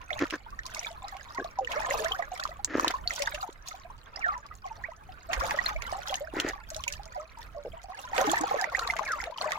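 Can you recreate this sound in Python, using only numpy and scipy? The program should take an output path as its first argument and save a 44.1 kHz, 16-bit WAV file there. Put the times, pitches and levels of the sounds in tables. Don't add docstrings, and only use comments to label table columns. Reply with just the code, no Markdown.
import sys
import numpy as np
from scipy import signal
from scipy.fft import rfft, irfft, next_fast_len
from scipy.io import wavfile
from scipy.ndimage import map_coordinates

SR = 44100
rng = np.random.default_rng(int(sys.argv[2]) if len(sys.argv) > 2 else 0)


def store_wav(level_fs):
    pcm = np.round(np.clip(np.atleast_2d(level_fs), -1, 1) * 32767)
    wavfile.write(sys.argv[1], SR, pcm.T.astype(np.int16))


N = 422478
TIME = np.arange(N) / SR
MIDDLING_CHURN_DB = -44

# time in seconds, delay
# at the left microphone in ms, left minus right in dB, boost of the finest spray in dB.
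WATER_STEREO = [(8.55, 0.28, 3.5, 0.5), (8.8, 0.061, 6.5, 1.5)]
# time it is fully built up in seconds,
# build-up in seconds, hold in seconds, churn level in dB, spray level in dB.
SPLASHES = [(0.134, .08, .2, -47, -58), (0.768, .14, .11, -45, -50), (1.023, 0.032, .47, -50, -61),
            (1.707, .03, .17, -36, -48), (1.898, .03, .14, -37, -45), (2.048, .02, .17, -43, -53),
            (2.325, .02, .14, -45, -54), (2.819, .08, .11, -42, -49.5), (3.11, .03, .16, -43, -45),
            (3.323, .03, .1, -48, -51), (3.671, .03, .04, -49, -49), (4.148, .04, .2, -46, -65.5),
            (4.655, .03, .19, -50.5, -68), (5.304, .015, .05, -39, -48.5), (5.412, .07, .27, -36, -47),
            (5.82, .02, .2, -43, -52.5), (6.076, .03, .06, -43, -46.5), (6.35, .05, .17, -44, -54),
            (6.712, .05, .27, -52.5, -54), (7.104, .03, .12, -52, -63), (7.412, .02, .03, -53.5, -61),
            (7.989, .18, .1, -48, -52.5), (8.193, .08, .16, -32, -41), (8.45, .05, .17, -37, -47),
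            (8.738, .03, .17, -39.5, -48), (9.001, .03, .26, -41, -53), (9.42, .07, .14, -39, -49)]
# frequency in Hz, gain in dB.
TICK_TONE = [(1000, -1), (3500, 8.5), (7000, 14), (8300, -18.5), (16000, -7)]


def amp(db):
    return 10 ** (np.asarray(db) / 20)


def unit(x):
    return x / np.sqrt(np.mean(x ** 2) + 1e-20)


def along(points, hz):
    frequencies, values = np.transpose(points)
    return np.interp(np.log(hz + 1), np.log(frequencies + 1), values)


def curves(rows, when):
    times, *columns = np.transpose(rows)
    return [np.interp(when, times, column) for column in columns]


def wobble(rate):
    return map_coordinates(rng.standard_normal(int(N * rate / SR) + 4), [TIME * rate])


def filtered(x, response):
    size = next_fast_len(N + SR // 2)
    return irfft(rfft(x, size) * response(np.fft.rfftfreq(size, 1 / SR)), size)[..., :N]


def coloured(x, tone):
    return unit(filtered(x, lambda hz: amp(along(tone, hz))))


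def noise_pair(shared):
    return np.sqrt(shared) * rng.standard_normal(N) + np.sqrt(1 - shared) * rng.standard_normal((2, N))


def add(out, start, sound):
    room = out[..., max(0, round(start * SR)):][..., :sound.shape[-1]]
    room += sound[..., :room.shape[-1]]


def wind():
    # time in seconds, level in dB.
    strength = [(0, -52), (5.3, -53), (5.45, -44.5), (5.8, -47), (5.95, -49.5), (9.58, -55.5)]
    # frequency in Hz, gain in dB.
    rumble_tone = [(15, -6), (30, 1), (50, 3.5), (80, -4.5), (125, -11), (250, -22.5), (500, -26.5),
                   (2000, -54), (10000, -48)]
    # start in seconds, length in seconds, level in dB, pitch in Hz.
    puffs = [(5.357, 0.066, -26.5, 53), (5.722, 0.1, -30.5, 42)]
    air = amp(curves(strength, TIME)[0] + 3.1 * wobble(14)) * coloured(noise_pair(.78), rumble_tone)
    for start, length, db, hz in puffs:
        t = np.arange(int(length * SR)) / SR
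        swings = np.sin(2 * np.pi * hz * t + rng.standard_normal((2, 1)))
        add(air, start, amp(db) * np.hanning(len(t)) * swings)
    return air * amp([[-2.5], [2.5]])


def bank_echo(water):
    # frequency in Hz, seconds to fade by 60 dB.
    fade_times = [(300, 0.11), (1500, 0.052), (10000, 0.047)]
    hz, t, noise = signal.stft(rng.standard_normal((4, 2, SR // 6)), SR, nperseg=128)
    tails = signal.istft(noise * amp(-60 * t / along(fade_times, hz)[:, None]), SR, nperseg=128)[1]
    shares = np.array([wobble(12) for _ in tails])
    shares /= np.linalg.norm(shares, axis=0)
    echo = np.zeros((2, N))
    for share, tail in zip(shares, tails):
        delayed = np.pad(water * share, ((0, 0), (SR // 400, 0)))
        echo += signal.fftconvolve(delayed, tail / np.linalg.norm(tail[0]), axes=1)[:, :N]
    return echo


def gulps(squeezes_per_s=135, ring_s=.0041, fall_octaves_per_s=2.4):
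    # start in seconds, length in seconds, level in dB, pitch in Hz, overtone gain in dB.
    swallows = [(1.384, .019, -30.5, 356, -1), (1.412, .008, -29.5, 410, -23),
                (3.49, .006, -35.5, 392, -15), (7.649, .033, -29.5, 532, -33)]
    out, t = np.zeros(N), np.arange(SR // 40) / SR
    knock = (1 - np.exp(-2 * t / ring_s)) * np.exp(-(t / ring_s) ** 2)
    for start, length, db, hz, overtone_db in swallows:
        for after in np.arange(0, length, 1 / squeezes_per_s):
            jitter, strength = rng.uniform(-1.2, 1, 2)
            phase = 2 * np.pi * hz * 2 ** (-fall_octaves_per_s * after) * t
            note = np.sin(phase) + amp(overtone_db) * np.sin(2 * phase)
            add(out, start + after + .0013 * jitter, amp(db + 3 * strength) * knock / knock.max() * note)
    return out


def mouth(hz):
    # pitch in Hz, width in Hz, gain in dB.
    resonances = [(327, 166, -3.5), (563, 280, -8.5), (1355, 300, 0.5), (1714, 210, 6.5), (3440, 620, -51)]
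    # frequency in Hz, gain in dB.
    lip_tone = [(100, 1.5), (180, -8), (270, 7), (3500, -12.5), (7000, -12), (8500, -66), (16000, -33)]
    ringing = sum(amp(db) * 1j * hz * width / (pitch ** 2 - hz ** 2 + 1j * hz * width)
                  for pitch, width, db in resonances)
    return ringing * amp(along(lip_tone, hz))


def sips():
    # start in seconds, end in seconds, level in dB, factor on the mouth's pitches.
    slurps = [(0.198, 0.252, -32.5, 1.01), (0.319, 0.366, -32, 0.91), (2.663, 2.927, -36, 1.013),
              (6.335, 6.526, -35.5, 1.086)]
    # time in seconds, strength in dB, softness of the touch in ms.
    lip_smacks = [(0.213, -29, .2), (0.223, -7, 0.35), (0.234, -12.5, 0.25), (0.336, -25, .2),
                  (2.754, -8, 0.2), (2.783, -12.5, 0.16), (2.833, -18, .25), (2.874, -18, 0.087),
                  (6.339, -20, .3), (6.369, -13.5, 0.35), (6.388, -23.5, .25), (6.449, -10, 0.39),
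                  (6.47, -21, 0.21)]
    out = np.zeros((2, N))
    sputter = noise_pair(.85) * amp(3 * np.clip(wobble(300), -2, 1.5) + 4 * np.clip(wobble(90), -2, 1.2))
    sputter /= np.std(filtered(sputter, mouth))
    for start, end, level_db, shape in slurps:
        smacks, suction = np.zeros(N), np.zeros(N)
        add(suction, start, amp(level_db) * signal.windows.tukey(int((end - start) * SR), .3))
        for when, db, soft_ms in lip_smacks:
            if start - .05 < when < end + .05:
                touch = signal.windows.gaussian(SR // 250, soft_ms * SR / 1000)
                add(smacks, when - .002, amp(db + 30) * touch / touch.sum())
        out += filtered(smacks + suction * sputter, lambda hz: mouth(hz / shape))
    return out


def splash_level(peaks_db, calm_db, fall_db_per_s, sag_db_per_s=5):
    power = np.full(N, amp(calm_db) ** 2)
    for (peak_time, build, hold, *_), db in zip(SPLASHES, peaks_db):
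        t = np.arange(int((build + hold + .5) * SR)) / SR - build
        lost_db = sag_db_per_s * np.maximum(t, 0) + fall_db_per_s * np.maximum(t - hold, 0)
        add(power, peak_time - build, (np.minimum(1 + t / build, 1) * amp(db - lost_db)) ** 2)
    return 10 * np.log10(power)


def bubble_notes(rows, scatter_ms, onset):
    out = np.zeros((2, N))
    lags_ms = curves(WATER_STEREO, np.transpose(rows)[0])[0] + scatter_ms * rng.standard_normal(len(rows))
    for (start, db, hz, life, glide, pan_db), lag in zip(rows, lags_ms / 1000):
        t = np.maximum(np.arange(int(4 * life * SR) + 32) / SR - [[lag / 2], [-lag / 2]], 0)
        pitch = hz * 2 ** (.8 * np.tanh(glide * t / .8))
        phase = 2 * np.pi * np.cumsum(pitch * np.diff(t, prepend=0), axis=1)
        swell = (1 - np.exp(-t / (onset * life))) * np.exp(-(t / life) ** 1.5)
        add(out, start, amp([[db + pan_db / 2], [db - pan_db / 2]]) * swell * np.sin(phase))
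    return out


def swarm(level_db, count, low_hz, high_hz, cycles, rise, spread_db):
    when, smallness, strength = rng.random((count, 3)).T
    lasting, bend, side = rng.standard_normal((count, 3)).T
    crowd_db = .25 * level_db
    births = np.cumsum(amp(crowd_db) ** 2)
    starts = np.interp(when, births / births[-1], TIME)
    hz = low_hz * (high_hz / low_hz) ** smallness
    crowding_db = np.interp(starts, TIME, crowd_db - crowd_db.mean())
    life = cycles / hz * np.exp(np.minimum(lasting, 1) / 2) * amp(-.7 * crowding_db)
    db = spread_db * strength - crowding_db / 2
    glide = rise * (1 + 2 * bend) / life
    rows = np.transpose([starts, db, hz, life, glide, 2 * side])
    return unit(bubble_notes(rows, scatter_ms=.13, onset=.35))


def gurgle(churn_db, wash_db=-8.5, murmur_db=-59.5):
    # frequency in Hz, gain in dB.
    wash_tone = [(180, -6.5), (380, -8), (620, -3.5), (850, -5.5), (1250, 1), (1900, -6), (2700, -13.5),
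                 (5000, -25), (10000, -65)]
    harder_db = churn_db - MIDDLING_CHURN_DB
    crowd = swarm(churn_db, count=1900, low_hz=520, high_hz=2700, cycles=8, rise=.02, spread_db=14)
    bubbles = coloured(crowd, [(300, -30), (600, -11), (1100, 1.5), (1900, 2.5), (3000, -7.5)])
    bubbles *= amp(-.15 * np.maximum(harder_db, 0))
    wash = coloured(noise_pair(.35) * amp(4 * np.clip(wobble(130), -2, 1.7)), wash_tone)
    murmur = coloured(noise_pair(.35) * amp(4 * wobble(40)), wash_tone)
    return amp(churn_db) * (bubbles + amp(wash_db + .2 * harder_db) * wash) + amp(murmur_db) * murmur


def trickle(churn_db):
    small = swarm(churn_db, count=900, low_hz=2000, high_hz=5200, cycles=4.5, rise=0, spread_db=24)
    larger = swarm(churn_db, count=200, low_hz=600, high_hz=1300, cycles=7, rise=.025, spread_db=7)
    glugs = swarm(churn_db, count=260, low_hz=440, high_hz=880, cycles=6, rise=.03, spread_db=7)
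    harder_db = churn_db - MIDDLING_CHURN_DB
    flow = amp(.4 * harder_db)
    return flow * (amp(-62) * small + amp(-46) * larger) + amp(-58 + 2.3 * harder_db) * glugs


def spray(spray_db, middling_db=-54, drops_per_s=450):
    # frequency in Hz, gain in dB.
    patter_tone = [(800, -30), (2000, -14), (3500, 10), (5000, 4), (6900, 5.5), (8200, -7), (12000, -4),
                   (16000, -7.5)]
    tinkle = swarm(spray_db, count=1500, low_hz=2300, high_hz=7300, cycles=10, rise=.015, spread_db=14)
    tinkle *= amp(2.2 * wobble(900))
    droplets = swarm(spray_db, count=420, low_hz=2000, high_hz=8000, cycles=6, rise=.03, spread_db=20)
    bursts = swarm(spray_db, count=2000, low_hz=2500, high_hz=15000, cycles=6, rise=0, spread_db=25)
    crackle = coloured(bursts, [(2500, -7), (4000, -2), (6900, 2), (8300, -4), (15000, -2)])
    drops = (rng.random(N) < drops_per_s / SR) * amp(16 * rng.random(N))
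    drop_fades = np.sqrt(signal.lfilter([1], [1, -np.exp(-1 / (.0016 * SR))], drops ** 2))
    patter = coloured(drop_fades * noise_pair(.016), patter_tone)
    clumps = unit(amp(5.5 * np.clip(wobble(80), -2, 1.6)))
    thick = amp(.2 * (spray_db - middling_db))
    fine = amp(-3.5) * crackle + amp(-6.5) * thick * patter
    fine *= clumps * amp(curves(WATER_STEREO, TIME)[2])
    return amp(spray_db) * (amp(-7) * tinkle + amp(-4) * droplets / thick + fine)


def slaps(spray_db, sharpness=4.6):
    # start in seconds, strength in dB, pitch in Hz, fade time of the spatter in ms.
    drops = [(0.1912, -28.5, 2140, 1.9), (0.3072, -22.5, 2490, 0.81), (0.355, -35, 1500, 2.2),
             (0.664, -32, 5700, 2.7), (1.1675, -40, 2430, 2.8), (1.3473, -43, 4840, 4.5),
             (1.4435, -38, 3920, 2), (1.718, -30.5, 2680, 6.3), (2.399, -35.5, 3800, 3.6),
             (2.4369, -29.5, 4600, 1.8), (2.88, -17, 3500, 1.7), (2.9074, -26, 1810, 3.2),
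             (3.202, -31, 1480, .7), (3.2199, -28, 2350, 5), (3.345, -32, 2800, 7.4),
             (3.684, -35.5, 6400, 4.6), (5.3315, -24.5, 1940, 8.6), (5.5086, -22.5, 1870, 2.4),
             (5.692, -29.5, 2430, 2.5), (5.8216, -28, 2170, 1.9), (6.074, -36, 3330, 2.5),
             (6.4, -21, 3150, 2.2), (6.407, -29, 1520, 2.7), (6.4804, -26.5, 2000, 0.43),
             (6.5085, -36, 1860, 0.91), (6.703, -33.5, 6550, 2.4), (6.7646, -31.5, 6200, 1.8),
             (6.8381, -28.5, 3240, 1.9), (6.8793, -34, 6730, 4), (6.902, -38, 2380, 2),
             (6.9242, -32, 5640, 4.7), (7.429, -43, 3730, 1.9), (8.642, -29, 940, 2.5),
             (8.966, -31, 1920, 5.3), (8.9873, -33, 2110, 5.9), (9.2397, -29, 2080, 2.1),
             (9.5076, -33, 1815, 2.2), (9.5196, -22, 1940, 1.6)]
    ticks, dents, t = np.zeros((2, N)), np.zeros((2, N)), np.arange(SR // 20) / SR
    moment, strength, smallness = rng.random((90, 3)).T
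    when = TIME[-1] * moment
    stray_db = np.interp(when, TIME, spray_db) + 3.5 + 20 * strength
    strays = zip(when, stray_db, 2500 * 3 ** smallness, 1 + strength)
    for start, db, hz, spatter_ms in [*drops, *strays]:
        fade = np.exp(-1000 * t / spatter_ms) + .12 * np.exp(-t / .007)
        burst = amp(db) * fade * rng.standard_normal((2, len(t)))
        note = signal.lfilter(*signal.iirpeak(hz, sharpness, SR), burst)
        add(ticks, start, burst)
        add(dents, start, note * np.sqrt(sharpness * SR / (np.pi * hz)))
    return dents + amp(-13.5) * filtered(ticks, lambda hz: amp(along(TICK_TONE, hz)))


def air_pockets(first_hz=3020, doubles_s=.019, peak_s=.061, length_s=.187, fade_db_per_s=207):
    # start in seconds, level in dB.
    openings = [(4.21, -24), (9.05, -28)]
    out, t = np.zeros((2, N)), np.arange(int(length_s * SR)) / SR
    swell = signal.windows.tukey(len(t), .1) * amp(-fade_db_per_s * abs(t - peak_s))
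    for start, db in openings:
        hz = first_hz / np.sqrt(1 + t / doubles_s) * (1 + .04 * wobble(300)[:len(t)])
        delay = curves(WATER_STEREO, start)[0] / 1000 * np.array([[1], [0]])
        phase = 2 * np.pi * (np.cumsum(hz) / SR - hz * delay)
        flutter = amp(3.5 * wobble(150)[:len(t)])
        add(out, start, amp(db) * flutter * swell * np.sin(phase))
    return out


def plops():
    # start in seconds, level in dB, pitch in Hz, rate of rise in octaves per life,
    # life in cycles, left minus right in dB from the middle of the stream.
    bubbles = [(0.1051, -21, 1965, 0.2, 10.5, -6), (0.1139, -29, 647, -0.08, 12.6, -2),
               (0.1302, -21.5, 3060, 0.3, 8.9, -1), (0.2539, -25.5, 1450, -0.2, 4.6, -1),
               (0.5901, -20, 1840, -0.04, 9.6, 2.5), (0.7658, -29, 2055, 0.1, 11.5, 0),
               (0.7933, -19.5, 5450, 0.2, 9.6, 2), (0.8463, -25.5, 2240, 0.08, 12.4, 2),
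               (0.8684, -26.5, 3730, -0.18, 15, -2), (1.15, -33.5, 734, 0.09, 9.4, -5),
               (1.373, -27, 1085, -0, 17, -3), (1.3781, -26, 2030, -0.14, 11, -3.5),
               (1.3977, -24, 1580, 0.03, 10.5, 8), (1.4461, -27, 690, -0.04, 7.8, -1),
               (1.5873, -16.5, 800, -0.03, 9.4, 0.5), (1.6072, -29.5, 546, -0.13, 20.4, 1),
               (1.6474, -22.5, 2850, 0, 5.1, 2), (1.6732, -20.5, 1860, -0.03, 9.2, -3),
               (1.7631, -23, 552, 0.15, 9, -6), (1.7969, -27, 875, -0.03, 9.8, 5),
               (1.8469, -22.5, 1750, -0.01, 11.9, -1), (1.9088, -16, 2000, -0.03, 6.3, 0.5),
               (1.9405, -19.5, 814, 0.09, 5.0, 2), (1.9986, -35, 621, 0.1, 39, -1),
               (2.0437, -20.5, 667, -0.04, 11.3, -1), (2.0536, -24.5, 1310, 0.73, 18.4, -6.5),
               (2.1191, -16, 2960, 0.12, 12, 1), (2.1458, -27.5, 1254, 0.44, 16, -1),
               (2.1927, -22.0, 723, -0.11, 9.9, -5), (2.2239, -23, 1766, 0.21, 7.6, -4),
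               (2.3164, -30, 743, -0.03, 13, 0), (2.3965, -21.5, 1420, 0.02, 6.9, 4),
               (2.453, -17.5, 1201, -0.07, 4.6, -1), (2.6466, -5, 6440, 0.18, 3.9, 2),
               (2.7966, -6.5, 1334, -0.24, 2.4, -0.5), (2.8459, -8.5, 999, 0.06, 2.8, -1),
               (2.9389, -18.5, 1004, 0.11, 13.3, -3), (3.0756, -12.5, 4250, 0.1, 11.7, 1),
               (3.1065, -20, 2030, -0.06, 7.2, 1), (3.2001, -25.5, 577.5, -0.03, 15, 3),
               (3.2227, -8, 6800, -0.4, 1.8, 0), (3.2728, -14.5, 1280, 0.58, 6.4, 1),
               (3.3755, -36, 719, 0.05, 9.7, -4), (3.4279, -23.5, 1230, 0.1, 6.6, 0.5),
               (3.4325, -29, 827, -0.2, 12, 4), (4.1604, -25.5, 4680, 0.16, 17, -6),
               (4.2625, -27.5, 683, 0.08, 14, -1), (4.6539, -27.5, 783, -0.11, 12, 5),
               (4.8382, -27.5, 1720, 0.34, 22, -6.5), (5.4097, -18.5, 1066, 0.57, 8, 8),
               (5.5129, -20, 842, 0.04, 7.3, 0), (5.588, -17, 1870, 0.05, 11, -5),
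               (5.6612, -14.0, 4030, 0.09, 14, 9), (5.6863, -20, 1430, -0.28, 8.1, -4),
               (5.7617, -22.5, 2200, 0.06, 8.8, 5), (5.9253, -22, 713, 0.03, 4.7, -2),
               (6.099, -31, 523, 0.58, 16.7, -3), (6.095, -20, 3303, -0.01, 11.6, -2),
               (6.1204, -27.5, 807, -0.08, 12.5, -1), (6.1557, -19.5, 6200, 0.1, 12, 4),
               (6.2063, -28, 544, 0.18, 16.4, -1), (6.2728, -32, 1440, 0.16, 7.7, -7),
               (6.5323, -27, 1132, 0, 10.7, -2), (6.838, -33, 3130, 0.05, 7.7, -9),
               (6.8666, -46, 551, 0.1, 31.3, -5), (6.878, -16, 2130, 0.34, 9.8, 1),
               (6.8816, -17.5, 6660, -0, 5.8, -7), (7.0557, -46, 649, -0.01, 15, -3),
               (7.1572, -28.5, 748, -0.06, 16.6, -2), (7.1745, -33, 584, 0.08, 23, -2),
               (7.5638, -31.0, 588, -0.02, 19.7, -2), (8.1307, -22.5, 790, 0.3, 13, 0),
               (8.1826, -22.5, 706, 0.24, 18, 0), (8.2716, -24, 287, 0.24, 11.5, -5),
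               (8.2968, -21, 3378, 0.02, 7.4, -9), (8.333, -13.5, 624, 0.57, 3.7, 0),
               (8.3682, -19, 1730, 0.2, 17, 5), (8.406, -28, 282, 0.18, 5.7, -1),
               (8.4357, -12.5, 750, 0.16, 5, 0), (8.5103, -19.0, 767, 0.14, 9.2, -2),
               (8.5423, -18, 585, -0.01, 5.5, -3), (8.5847, -24.5, 1840, -0.2, 45, -4),
               (8.6186, -19.5, 793, -0.06, 9.4, -1), (8.6417, -16, 1910, 0.04, 4.4, -9),
               (8.7481, -16.5, 1780, 0.33, 13.4, -7), (8.7946, -16.5, 1330, 0.01, 4.1, -2),
               (8.8211, -25.0, 1379, -0.02, 17, 0), (8.8705, -21, 1150, -0.05, 11.6, 1),
               (8.8996, -17.5, 2110, -0.02, 14.4, -6.5), (8.9362, -21.5, 1510, -0, 3.9, 5),
               (8.9926, -17, 1020, 0.06, 5.2, 9), (9.007, -28.5, 600, 0.14, 6.4, 2),
               (9.2011, -25, 1845, 0.3, 12, -5), (9.3833, -23.5, 3042, 0.04, 7.9, 1),
               (9.4131, -21, 4150, 0.1, 8.9, -4), (9.4418, -23, 1013, 0.23, 15, 3),
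               (9.4553, -25, 610, 0.02, 16.6, 1)]
    rows = [(start, db, hz, cycles / hz, rise * hz / cycles, pan_db)
            for start, db, hz, rise, cycles, pan_db in bubbles]
    notes = bubble_notes(rows, scatter_ms=.1, onset=.16)
    ticks, t = np.zeros((2, N)), np.arange(SR // 100) / SR
    for start, db, *_ in bubbles:
        add(ticks, start, amp(db - 31.5) * np.exp(-t / .0045) * rng.standard_normal((2, len(t))))
    ruffle = amp(2.5 * np.clip(wobble(350), -2, 1))
    return notes * ruffle + filtered(ticks, lambda hz: amp(along(TICK_TONE, hz)))


def scene():
    # frequency in Hz, left minus right in dB.
    lean = [(400, -2), (700, -5), (1100, -3), (1850, -9.5), (2800, -5.5), (8000, -5.5), (13000, -11.5)]
    *_, churn_peaks, spray_peaks = np.transpose(SPLASHES)
    churn_db = splash_level(churn_peaks, calm_db=-58.5, fall_db_per_s=110)
    spray_db = splash_level(spray_peaks, calm_db=-68, fall_db_per_s=170.5)
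    water = plops() + air_pockets() + gurgle(churn_db) + trickle(churn_db)
    water += spray(spray_db) + slaps(spray_db)
    sides = [[.5], [-.5]]
    water *= amp(curves(WATER_STEREO, TIME)[1] * sides)
    water += amp(-10) * bank_echo(water)
    water = filtered(water, lambda hz: amp(along(lean, hz) * sides))
    return water + sips() + gulps() + wind()


def record(dry):
    return filtered(dry, lambda hz: hz < 16100)


dry = scene()
out = record(dry)
store_wav(out)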